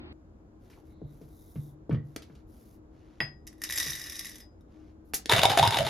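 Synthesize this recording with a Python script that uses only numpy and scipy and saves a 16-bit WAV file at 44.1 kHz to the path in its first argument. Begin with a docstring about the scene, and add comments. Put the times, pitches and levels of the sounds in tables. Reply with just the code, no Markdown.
"""A small wooden coffee mill slides over a steel kitchen counter with a faint friction squeak and is set down,
making the sheet boom. A hard scoop taps the mill's steel bowl, then pours in beans whose impacts excite the
bowl's modes. Last, a hand grips the box and cranks: beans fracture between the burrs and shake box and counter.
After a louder, different wash in the first moment, a quiet kitchen hums, heard by a phone with two microphone
ports."""
import sys
import numpy as np
from scipy import signal
from scipy.fft import rfft, irfft, next_fast_len
from scipy.io import wavfile
from scipy.ndimage import uniform_filter1d

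SR = 44100
rng = np.random.default_rng(int(sys.argv[2]) if len(sys.argv) > 2 else 0)


def to_wav(sig):
    """Store sig (one row per channel, or 1-D mono) as 16-bit WAV at the path in sys.argv[1].

    Samples outside -1..1 are clipped; the rate is SR.
    """
    pcm = np.clip(np.atleast_2d(sig), -1, 1) * 32767
    pcm = np.round(pcm).astype(np.int16)
    wavfile.write(sys.argv[1], SR, pcm.T)  # frames by channels


N = 259749

# beans fracturing: (time [s], burr level [dB], favoured pitch [Hz], box level [dB], box pitch [Hz])
BEAN_SNAPS = [(5.296, -7.5, 3580, -15, 910), (5.3156, -4, 2800, -12, 997), (5.3229, -1.5, 2150, -38, 1090),
              (5.335, -7.5, 2200, -24, 840), (5.353, -19, 3660, -37, 820), (5.363, -17, 3730, -21, 610),
              (5.3817, -8.5, 2850, -23, 675), (5.3926, -9, 2860, -25, 643), (5.4169, -14, 3640, -38, 744),
              (5.433, -2, 4070, -14.5, 630), (5.445, -35, 3700, -10.5, 956), (5.4539, -4, 4130, -8, 764),
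              (5.4854, -24.5, 3720, -21, 676), (5.4998, -21, 3600, -29, 857), (5.519, -30, 3650, -18, 770),
              (5.534, -22, 3650, -14.5, 820), (5.5742, -4, 1420, -8.5, 704),
              (5.582, -13.5, 2000, -13.5, 787), (5.588, -6, 2000, -15, 894), (5.5951, -7.5, 3800, -5, 772),
              (5.628, -10, 3780, -5, 912), (5.6355, -11.5, 3660, -29, 1056), (5.64, -17, 3660, -17, 970),
              (5.664, -16, 3600, -21, 960), (5.6528, -14.5, 3600, -14.5, 840), (5.675, -8, 3900, -32, 940),
              (5.7072, -13, 6000, -38, 930), (5.724, -19, 3650, -16, 920), (5.7353, -19.5, 3800, -33, 930),
              (5.7443, -13, 3570, -22, 900), (5.7697, -16, 3640, -23, 793), (5.787, -11, 2880, -19.5, 553),
              (5.807, -20, 2860, -18, 648), (5.8675, -19.5, 3720, -20, 845)]
# cranking: (time [s], crumb load [dB], box hum [dB], box pitch under the hand [Hz], counter shake [dB])
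CRANKING = [(5.29, -36, -55, 910, -62), (5.31, -23, -36, 930, -50), (5.338, -28.5, -35, 810, -27),
            (5.37, -25, -35, 647, -36), (5.395, -30, -44, 657, -25), (5.405, -42, -40, 710, -39),
            (5.45, -25.5, -37, 800, -38), (5.472, -39, -51, 730, -37), (5.505, -23.5, -38, 800, -37),
            (5.538, -33, -33, 824, -42), (5.566, -33, -49, 744, -43), (5.59, -31, -45, 740, -35),
            (5.616, -31, -52, 795, -31), (5.638, -36, -28, 1050, -27), (5.665, -26.5, -24, 915, -35),
            (5.69, -40, -41, 890, -29), (5.712, -39, -53, 890, -41), (5.725, -28.5, -35, 940, -40),
            (5.758, -32.5, -34, 960, -41), (5.772, -27.5, -35, 783, -46), (5.79, -33, -33.5, 575, -39),
            (5.82, -35, -31, 660, -27), (5.845, -35.5, -59, 680, -35), (5.89, -27.5, -35, 780, -44)]
# modes of burr, shaft and crank: (frequency [Hz], level [dB], t60 [s])
BURR_MODES = [(1620, 1.5, 0.0018), (1994, -13.5, 0.0092), (2234, -13, 0.02), (2897, -5, 0.0061),
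              (3170, -14.5, 0.025), (3520, -13.5, 0.019), (3608, -5.5, 0.021), (3860, -8, 0.012),
              (5100, -13.5, 0.023)]
# spectrum of the crunch: (frequency [Hz], gain [dB])
CRUNCH_SPECTRUM = [(150, -19.5), (400, -3), (850, -2.5), (1200, -6), (1600, -5.5), (2500, -8.5),
                   (4300, -9.5), (5600, -17.5), (7000, -12), (8300, -15.5), (9500, -14), (12000, -20.5),
                   (13800, -22.5), (16000, -26.5)]


def grinding(box_width_hz=95, shake_hz=106.1, shake_width_hz=64):
    """Brittle fracture: snaps and crumbs excite the burrs and the wooden box, which shakes the counter."""
    times, snap_db, snap_hz, box_db, box_hz = np.transpose(BEAN_SNAPS)
    crumbs = patter(per_s=600, spread_db=2.5)
    force = blows(times, snap_db) + amp(-13) * envelope(CRANKING, 1) * crumbs
    out = amp(-3) * ring(force, BURR_MODES, spread_db=3.5, near_hz=favoured(times, snap_hz), focus_db=13)
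    out += amp(4.5) * colour(tick(force, t60=0.012, rise_s=0.0012, bare=0.9), CRUNCH_SPECTRUM)
    t = np.arange(2048) / SR
    for start, db, hz in zip(times, box_db, box_hz):
        add_at(out, start, damped_sine(t, hz, db + 2.5, t60=0.029) * (1 - np.exp(-t / 0.0019)))
    box_pitch = curve(CRANKING, 3, rest=910)
    box_hum = narrowband(crumbs * rng.choice([-1., 1.], N), box_pitch, box_width_hz)
    shake = narrowband(rng.standard_normal(N), shake_hz, shake_width_hz)
    return out + envelope(CRANKING, 2) * box_hum + envelope(CRANKING, 4) * shake


# the loudest single beans: (time [s], level [dB], pitch favoured by the spot struck [Hz])
BEAN_IMPACTS = [(3.469, -37, 9200), (3.4745, -33.5, 6200), (3.5282, -47.5, 2360), (3.581, -54, 2250),
                (3.5983, -59, 4500), (3.618, -26, 1990), (3.6374, -18, 6800), (3.649, -28.5, 1880),
                (3.6911, -30, 3730), (3.707, -20.5, 10500), (3.6989, -26, 1750), (3.7237, -19, 3560),
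                (3.7362, -23.5, 1840), (3.776, -19, 5440), (3.783, -16.5, 5830), (3.8, -15.5, 5400),
                (3.829, -23.5, 3750), (3.862, -26, 5100), (3.875, -27, 5940), (3.9046, -22.5, 5900),
                (3.92, -28, 1910), (3.933, -28, 3720), (3.952, -29, 5010), (4.01, -35, 1850),
                (4.028, -39, 1900), (4.04, -30, 5100), (4.0155, -30, 5090), (4.082, -44, 7200),
                (4.0978, -28.5, 5160), (4.1208, -29.5, 5170), (4.1546, -30.5, 5180), (4.165, -30, 5900),
                (4.193, -22, 5230), (4.21, -33, 1900), (4.247, -28, 3800), (4.255, -28, 1920),
                (4.268, -29.5, 3860), (4.2941, -32.5, 10500), (4.3132, -54, 1920), (4.331, -43, 3700),
                (4.3826, -39.5, 10600), (4.3567, -34, 3750), (4.4032, -38.5, 3800), (4.6088, -61, 3800)]
# the stream of beans, a trickle at first: (time [s], level [dB])
BEAN_STREAM = [(3.47, -72), (3.554, -80), (3.6, -78), (3.62, -56), (3.8, -37.5), (4.04, -45), (4.286, -52),
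               (4.424, -64.5), (4.48, -94.5)]
# modes of the thin steel bowl: (frequency [Hz], level [dB], t60 [s])
BOWL_MODES = [(1150, -15, .04), (1780, -5, .028), (1835, -1, .03), (1915, 1, .03), (2000, -3, .025),
              (2460, -11, .03), (2880, -10, .03), (3450, -6, .028), (3750, 0, .024), (3840, -2, .024),
              (4590, -10, .04), (5110, -2, .035), (5192, 0, .04), (5780, -6, .035), (5860, -4, .03),
              (6040, -4, .035), (7040, -11, .03), (7880, -14, .032), (9200, -14, .03), (9700, -11, .02),
              (10450, -5, .018), (11400, -10, .015), (12200, -10, .015)]
# spectrum of a bean's tick: (frequency [Hz], gain [dB])
TICK_SPECTRUM = [(300, -20), (900, -40), (2000, 2), (4000, -6), (6000, 3), (9000, 4), (12000, 3.5),
                 (14000, 0), (15300, -18.5)]


def pouring():
    """Impact excitation: single beans and a random stream tick and ring the bowl, the stream the scoop."""
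    times, db, hz = np.transpose(BEAN_IMPACTS)
    singles = blows(times, db)
    stream = envelope(BEAN_STREAM, 1) * patter(per_s=1600, spread_db=4.5)
    force = singles + amp(-11) * stream
    bowl = ring(force, BOWL_MODES, spread_db=4.5, near_hz=favoured(times, hz), focus_db=13.5)
    in_scoop = ring(amp(-44.5) * stream, [(SCOOP_PITCHES[1], *SCOOP_DECAYS[1])], spread_db=0)
    ticks = tick(amp(0.5) * singles + amp(-13.5) * stream, t60=0.0062, rise_s=0.0028, bare=1)
    return amp(-11.5) * bowl + in_scoop + amp(-2.5) * colour(ticks, TICK_SPECTRUM)


# the scoop taps the bowl's rim: (time [s], level [dB], hardness [dimensionless])
SCOOP_TAPS = [(3.204, -33.5, 0), (3.758, -42, 2), (4.41, -56, .5)]
# modes of the scoop: (frequency [Hz])
SCOOP_PITCHES = [1911, 5006, 7222, 11510]
# for each of those modes: (level [dB], t60 [s])
SCOOP_DECAYS = [(-34, .35), (0, .23), (-16, .2), (-57, .07)]
# modes of the rim's thin edge: (frequency [Hz], level [dB], t60 [s])
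RIM_MODES = [(9800, -24, 0.097), (9700, -27, .12), (11510, -29, .064), (12350, -26, .12)]


def scoop_taps(glance_db=6):
    """Free vibration: harder contact favours the scoop's upper modes; rim and bowl ring along."""
    t, scoop = np.arange(SR // 2) / SR, np.zeros(N)
    for start, tap_db, hardness in SCOOP_TAPS:
        for hz, (db, t60) in zip(SCOOP_PITCHES, SCOOP_DECAYS):
            tilt_db = 36 * (hardness - .5) * np.log2(hz / 5000)
            add_at(scoop, start, damped_sine(t, hz, tap_db + db + tilt_db, t60))
    times, db, hardness = np.transpose(SCOOP_TAPS)
    force = blows(times, db + 3.5 - glance_db * hardness)  # a harder tap only glances off the rim
    rim = ring(force, RIM_MODES, spread_db=0)
    bowl = ring(force, BOWL_MODES, spread_db=3, near_hz=1920, focus_db=25)
    return scoop + rim + bowl


# knocks of mill, jar, scoop and hands: (time [s], tick level [dB], boom level [dB], foot level [dB],
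# tick centre [Hz], tick width [octaves], tick t60 [s])
COUNTER_KNOCKS = [(.70, -54.5, -88, -70, 3470, 3.5, 0.3), (0.732, -52.5, -75, -85, 1990, 0.89, 0.043),
                  (0.772, -51.5, -71, -66, 760, 0.44, 0.09), (1.017, -84, -33.5, -34, 600, 0.3, .031),
                  (1.214, -56, -42.5, -40.5, 3000, 6.6, 0.14), (1.557, -52, -26.5, -38, 1420, 0.94, 0.11),
                  (1.895, -47, -27, -22.5, 1480, 2.1, 0.037), (1.909, -39, -17.5, -50, 1440, 0.82, 0.13),
                  (1.926, -52, -22, -29, 3020, 1.8, 0.07), (1.946, -42, -22, -31, 1630, 0.88, 0.066),
                  (1.948, -54, -71.5, -72, 1910, 0.065, 0.28),
                  (2.162, -24.5, -65, -31.5, 4200, 1.84, 0.019), (2.221, -45.5, -68, -67, 4493, 1.3, 0.093),
                  (2.299, -49.5, -45, -46.5, 1176, 0.65, 0.052), (2.352, -55.5, -72, -80, 4020, 1, 0.075),
                  (3.2036, -14.5, -32.5, -33, 2250, 0.43, 0.029),
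                  (3.206, -53.5, -70.5, -69, 10500, 0.52, 0.2),
                  (3.209, -28.5, -59.5, -49.5, 807, 1.4, 0.067), (3.861, -61, -39.5, -40, 904, 0.71, .05),
                  (5.136, -17.5, -60, -33.5, 6020, 7.3, 0.02), (5.142, -18, -63, -64, 10000, 0.81, 0.11),
                  (5.143, -29, -65, -55.5, 3500, 0.9, 0.062), (5.258, -19.5, -57, -36, 4250, 1.05, 0.011)]
# modes of the mill's foot on the counter: (frequency [Hz], level [dB], t60 [s])
FOOT_MODES = [(247, 1, 0.0087), (305, 6.5, 0.028), (431, 4, 0.025), (541, -2, 0.013)]
# modes of the counter's steel sheet: (frequency [Hz], level [dB], t60 [s])
SHEET_MODES = [(68, -4, .07), (99, -3, .16), (118, -1, .21), (124, -13, .6), (146, -10, .7), (148, -2, .24),
               (218, -7, .12)]


def knocks():
    """Plate vibration: a contact tick and the foot's dull knock precede the slower boom of the sheet."""
    t, out = np.arange(SR // 2) / SR, np.zeros(N)
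    bins_hz = np.fft.rfftfreq(len(t), 1 / SR) + 1
    for start, tick_db, boom_db, foot_db, tick_hz, octaves, tick_t60 in COUNTER_KNOCKS:
        band = np.exp(-.5 * (np.log2(bins_hz / tick_hz) / octaves) ** 2) / np.sqrt(bins_hz)
        noise = unit_rms(irfft(rfft(rng.standard_normal(len(t))) * band))
        sound = amp(tick_db - 6 - 60 * t / tick_t60) * noise * (1 - np.exp(-t / .0002))
        for hz, db, t60 in FOOT_MODES:
            sound += damped_sine(t, hz, foot_db + db + 3.5, t60) * (1 - np.exp(-t / 0.0036))
        for hz, db, t60 in SHEET_MODES:
            sound += damped_sine(t, hz, boom_db + db, t60) * (1 - np.exp(-(t / .010) ** 2))
        add_at(out, start, sound)
    return out


# strokes of sleeves, skin and sliding feet: (start [s], end [s], level [dB], brightness [dB])
RUSTLE_STROKES = [(0.588, 0.847, -76.5, -3), (0.836, 0.945, -77.5, -1), (1.048, 1.352, -77.5, 2.5),
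                  (1.28, 1.752, -81, 15), (2.03, 2.203, -80, -0.5), (2.21, 2.44, -80.5, -8),
                  (2.46, 2.792, -74.5, 3), (2.894, 3.28, -86.5, -15.5), (4.669, 4.947, -86.5, -15),
                  (5.043, 5.12, -87, 9.5)]
# the foot's breathy squeaks on steel: (start [s], end [s], level [dB], starting pitch [Hz])
FOOT_SQUEAKS = [(0.865, 1.155, -94.5, 3930), (1.293, 1.76, -94, 3800)]


def rubbing(sag_hz_per_s=400):
    """Sliding friction: tiny contacts make a broadband rustle and, through two resonances, a squeak."""
    grains = unit_rms(tick(patter(per_s=1800, spread_db=2.5), t60=.005, rise_s=.0003, bare=2.9))
    dull = colour(grains, [(500, -13.5), (1500, -10), (6000, -20), (16000, -40.5)])
    bright = colour(grains, [(500, -67), (4000, -14), (16000, -3)])
    out = np.zeros(N)
    for start, end, db, lift_db in RUSTLE_STROKES:
        rustle = amp(db + 17 - lift_db) * dull + amp(db + 10.5 + lift_db) * bright
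        out += stroke(start, end, swell=0.21) * rustle
    for start, end, db, start_hz in FOOT_SQUEAKS:
        hz = start_hz - sag_hz_per_s * np.clip(np.arange(N) / SR - start, 0, end - start)
        upper = amp(12) * narrowband(grains, hz, width_hz=670)
        lower = amp(4.2) * narrowband(grains, 0.546 * hz, width_hz=360)
        out += amp(db) * stroke(start, end, swell=0.098) * (upper + lower)
    return out


# the kitchen's reverberation time: (frequency [Hz], t60 [s])
ROOM_DECAY = [(100, 0.52), (600, 0.3), (2000, 0.22), (5000, 0.19), (12000, 0.095)]


def room(x, shared=.25):
    """Reverberation: sparse reflections, partly shared by the ports, decay at each band's own rate."""
    taps = np.zeros((2, SR // 2))
    delays = np.arange(200, SR // 2 - 20, 20) + rng.integers(0, 20, (2, (SR // 2 - 201) // 20))
    np.put_along_axis(taps, delays, rng.choice([-1., 1.], delays.shape), 1)
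    taps -= uniform_filter1d(uniform_filter1d(taps, size=60), size=60)  # a small room returns little bass
    taps[1] = shared * taps[0] + np.sqrt(1 - shared ** 2) * taps[1]
    hz, t, spectra = signal.stft(taps, SR, nperseg=256)
    tail = signal.istft(spectra * amp(-60 * t / read(ROOM_DECAY, hz)[:, None]), SR, nperseg=256)[1]
    return signal.fftconvolve(x[None], tail / np.linalg.norm(tail[0]), axes=1)[:, :N]


# the kitchen's steady wash: (frequency [Hz], relative spectral density [dB])
AIR_SPECTRUM = [(13, -45.5), (22, -6.5), (59, 6.5), (91, -1), (151, -8.5), (228, -4), (312, -11),
                (361, -9.5), (505, -14), (1530, -29), (1860, -36), (3160, -47.5), (7000, -46.5),
                (9100, -70.5), (15400, -120)]
# the louder wash of the first moment: (frequency [Hz], relative spectral density [dB])
OPENING_SPECTRUM = [(18, -46), (30, -32), (54, 2), (113, -9.5), (377, -5.5), (443, -19), (485, -20),
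                    (2400, -26.5), (4500, -33), (7000, -72), (9100, -106), (15400, -120)]
# likeness of the wash at the two ports: (frequency [Hz], correlation before clipping [dimensionless])
AIR_CORRELATION = [(60, 0.97), (240, 0.95), (950, -0.043), (3770, -1.3), (15000, -0.8)]


def kitchen_air(opening_s=.128, hum_hz=313):
    """Partly coherent noise: a louder, differently coloured wash fills the first moment, then gives way
    abruptly to the kitchen's low wash and an appliance's wavering hum."""
    frames, hz = N // 512 + 5, np.fft.rfftfreq(2048, 1 / SR)
    left_re, left_im, other_re, other_im, flicker = rng.standard_normal((frames, 1025, 5)).T
    flicker = unit_rms(uniform_filter1d(uniform_filter1d(flicker, size=8, axis=0), size=6, axis=1))
    correlation = np.clip(read(AIR_CORRELATION, hz), -1, 1)[:, None]
    left = left_re + 1j * left_im
    right = correlation * left + np.sqrt(1 - correlation ** 2) * (other_re + 1j * other_im)
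    spectra = np.array([left, right]) * amp(0.54 * flicker)

    def wash(spectrum):
        shaped = spectra * amp(read(spectrum, hz))[:, None]
        return unit_rms(signal.istft(shaped, nperseg=2048, noverlap=1536)[1][:, :N])

    hum = unit_rms(resonate(rng.standard_normal(N), hum_hz, width_hz=7))
    steady = amp(-53.5) * wash(AIR_SPECTRUM) + amp([[-58.5], [-63.5]]) * hum  # more hum on the left
    return np.where(np.arange(N) < opening_s * SR, amp(-46) * wash(OPENING_SPECTRUM), steady)


def ring(force, modes, spread_db, near_hz=0, focus_db=0):
    """Modal superposition: each blow lands elsewhere, giving each mode a random strength and sign."""
    out = np.zeros(N)
    hits = np.flatnonzero(force)
    near = (near_hz + np.zeros(N))[hits]
    for hz, db, t60 in modes:
        r, w = 10 ** (-3 / (t60 * SR)), 2 * np.pi * hz / SR
        strength, sign = rng.standard_normal((2, N))[:, hits]
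        # modes far from the favoured pitch lose up to focus_db
        octaves_away = np.where(near > 0, np.minimum(abs(np.log2(hz / (near + 1))), 1), .5)
        drive = np.zeros(N)
        drive[hits] = force[hits] * amp(spread_db * strength - focus_db * octaves_away) * np.sign(sign)
        out += amp(db) * signal.lfilter([0, np.sin(w)], [1, -2 * r * np.cos(w), r * r], drive)
    return out


def tick(force, t60, rise_s, bare):
    """Contact transient: a bare click, then noise whose power rises and decays exponentially."""
    power = signal.lfilter([1], [1, -10 ** (-6 / (t60 * SR))], force ** 2)
    r = np.exp(-1 / (rise_s * SR))
    power = signal.lfilter([1 - r], [1, -r], power)
    return bare * force + np.sqrt(abs(power)) * rng.standard_normal(N)


def resonate(x, hz, width_hz):
    """Heterodyne resonator: shifts the pitch hz down to zero, smooths, and shifts back."""
    carrier = np.exp(2j * np.pi * np.cumsum(hz * np.ones(len(x))) / SR)
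    r = np.exp(-np.pi * width_hz / SR)
    return 2 * (carrier * signal.lfilter([1 - r], [1, -r], x / carrier)).real


def narrowband(x, hz, width_hz):
    """Two resonators in cascade, scaled to rms 1."""
    return unit_rms(resonate(resonate(x, hz, width_hz), hz, width_hz))


def damped_sine(t, hz, db, t60):
    return amp(db - 60 * t / t60) * np.sin(2 * np.pi * hz * t)


def patter(per_s, spread_db):
    """Shot noise of rms 1: many small blows, few large."""
    size = amp(spread_db * np.minimum(rng.exponential(1, N), 4))
    return unit_rms(size * (rng.random(N) < per_s / SR))


def blows(times, db):
    """Impulse train: one sample for each blow."""
    out = np.zeros(N)
    np.add.at(out, (times * SR).astype(int), amp(db))
    return out


def favoured(times, hz):
    """The pitch that each blow favours, at its sample; zero elsewhere."""
    out = np.zeros(N)
    out[(times * SR).astype(int)] = hz
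    return out


def stroke(start, end, swell, fade=0.2):
    """Trapezoidal envelope; swell and fade are shares of its length."""
    progress = (np.arange(N) / SR - start) / (end - start)
    return np.clip(np.minimum(progress / swell, (1 - progress) / fade), 0, 1)


def curve(rows, column, rest):
    """One column interpolated over time, with the value rest outside its span."""
    rows = np.array(rows)
    return np.interp(np.arange(N) / SR, rows[:, 0], rows[:, column], rest, rest)


def envelope(rows, column):
    return amp(curve(rows, column, rest=-140))


def colour(x, points):
    """Spectral shaping by points of (frequency [Hz], gain [dB])."""
    size = next_fast_len(N + 4096)
    return irfft(rfft(x, size) * amp(read(points, np.fft.rfftfreq(size, 1 / SR))), size)[:N]


def read(points, hz):
    """Interpolation over log frequency."""
    point_hz, value = np.transpose(points)
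    return np.interp(np.log(hz + 1), np.log(point_hz + 1), value)


def add_at(out, start, sound):
    part = out[int(start * SR):][:len(sound)]
    part += sound[:len(part)]


def amp(db):
    return 10 ** (np.asarray(db) / 20)


def unit_rms(x):
    return x / np.sqrt(np.mean(x ** 2) + 1e-20)


def scene():
    """Superposition of direct sound, reverberation and background noise."""
    direct = knocks() + scoop_taps() + pouring() + grinding() + rubbing()
    return direct + amp(-7.5) * room(direct) + kitchen_air()


# phase between the ports: (frequency [Hz], lead of left over right [rad])
PORT_PHASE = [(0, 0), (520, -.3), (1030, .2), (1720, -.1), (3190, .3), (4050, 0), (5250, .5), (6550, -.6),
              (7670, -2.9), (9300, -3.7), (10500, -6), (12700, -6.5), (13900, -9.4), (16200, -9.4)]
# level between the ports: (frequency [Hz], left minus right [dB])
PORT_BALANCE = [(60, 0), (120, -1), (200, .5), (360, 4.5), (650, -1.5), (1300, .5), (2400, 0), (4400, 1),
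                (8000, -.3), (15000, 0)]


def record(dry, low_hz=32, high_hz=15950):
    """Interchannel differences: the two ports differ in phase and level, and both are band-limited."""
    size = next_fast_len(N + 4096)
    hz = np.fft.rfftfreq(size, 1 / SR)
    left = amp(read(PORT_BALANCE, hz) / 2)
    right = np.exp(-1j * read(PORT_PHASE, hz)) / left
    ports = irfft(rfft(dry, size) * np.array([left, right]), size)[:, :N]
    ports = signal.lfilter(*signal.butter(2, low_hz, "high", fs=SR), ports)
    lowpass = signal.firwin(1023, high_hz, window=("kaiser", 9), fs=SR)
    return signal.oaconvolve(ports, lowpass[None], "same")


dry = scene()
out = record(dry)
to_wav(out)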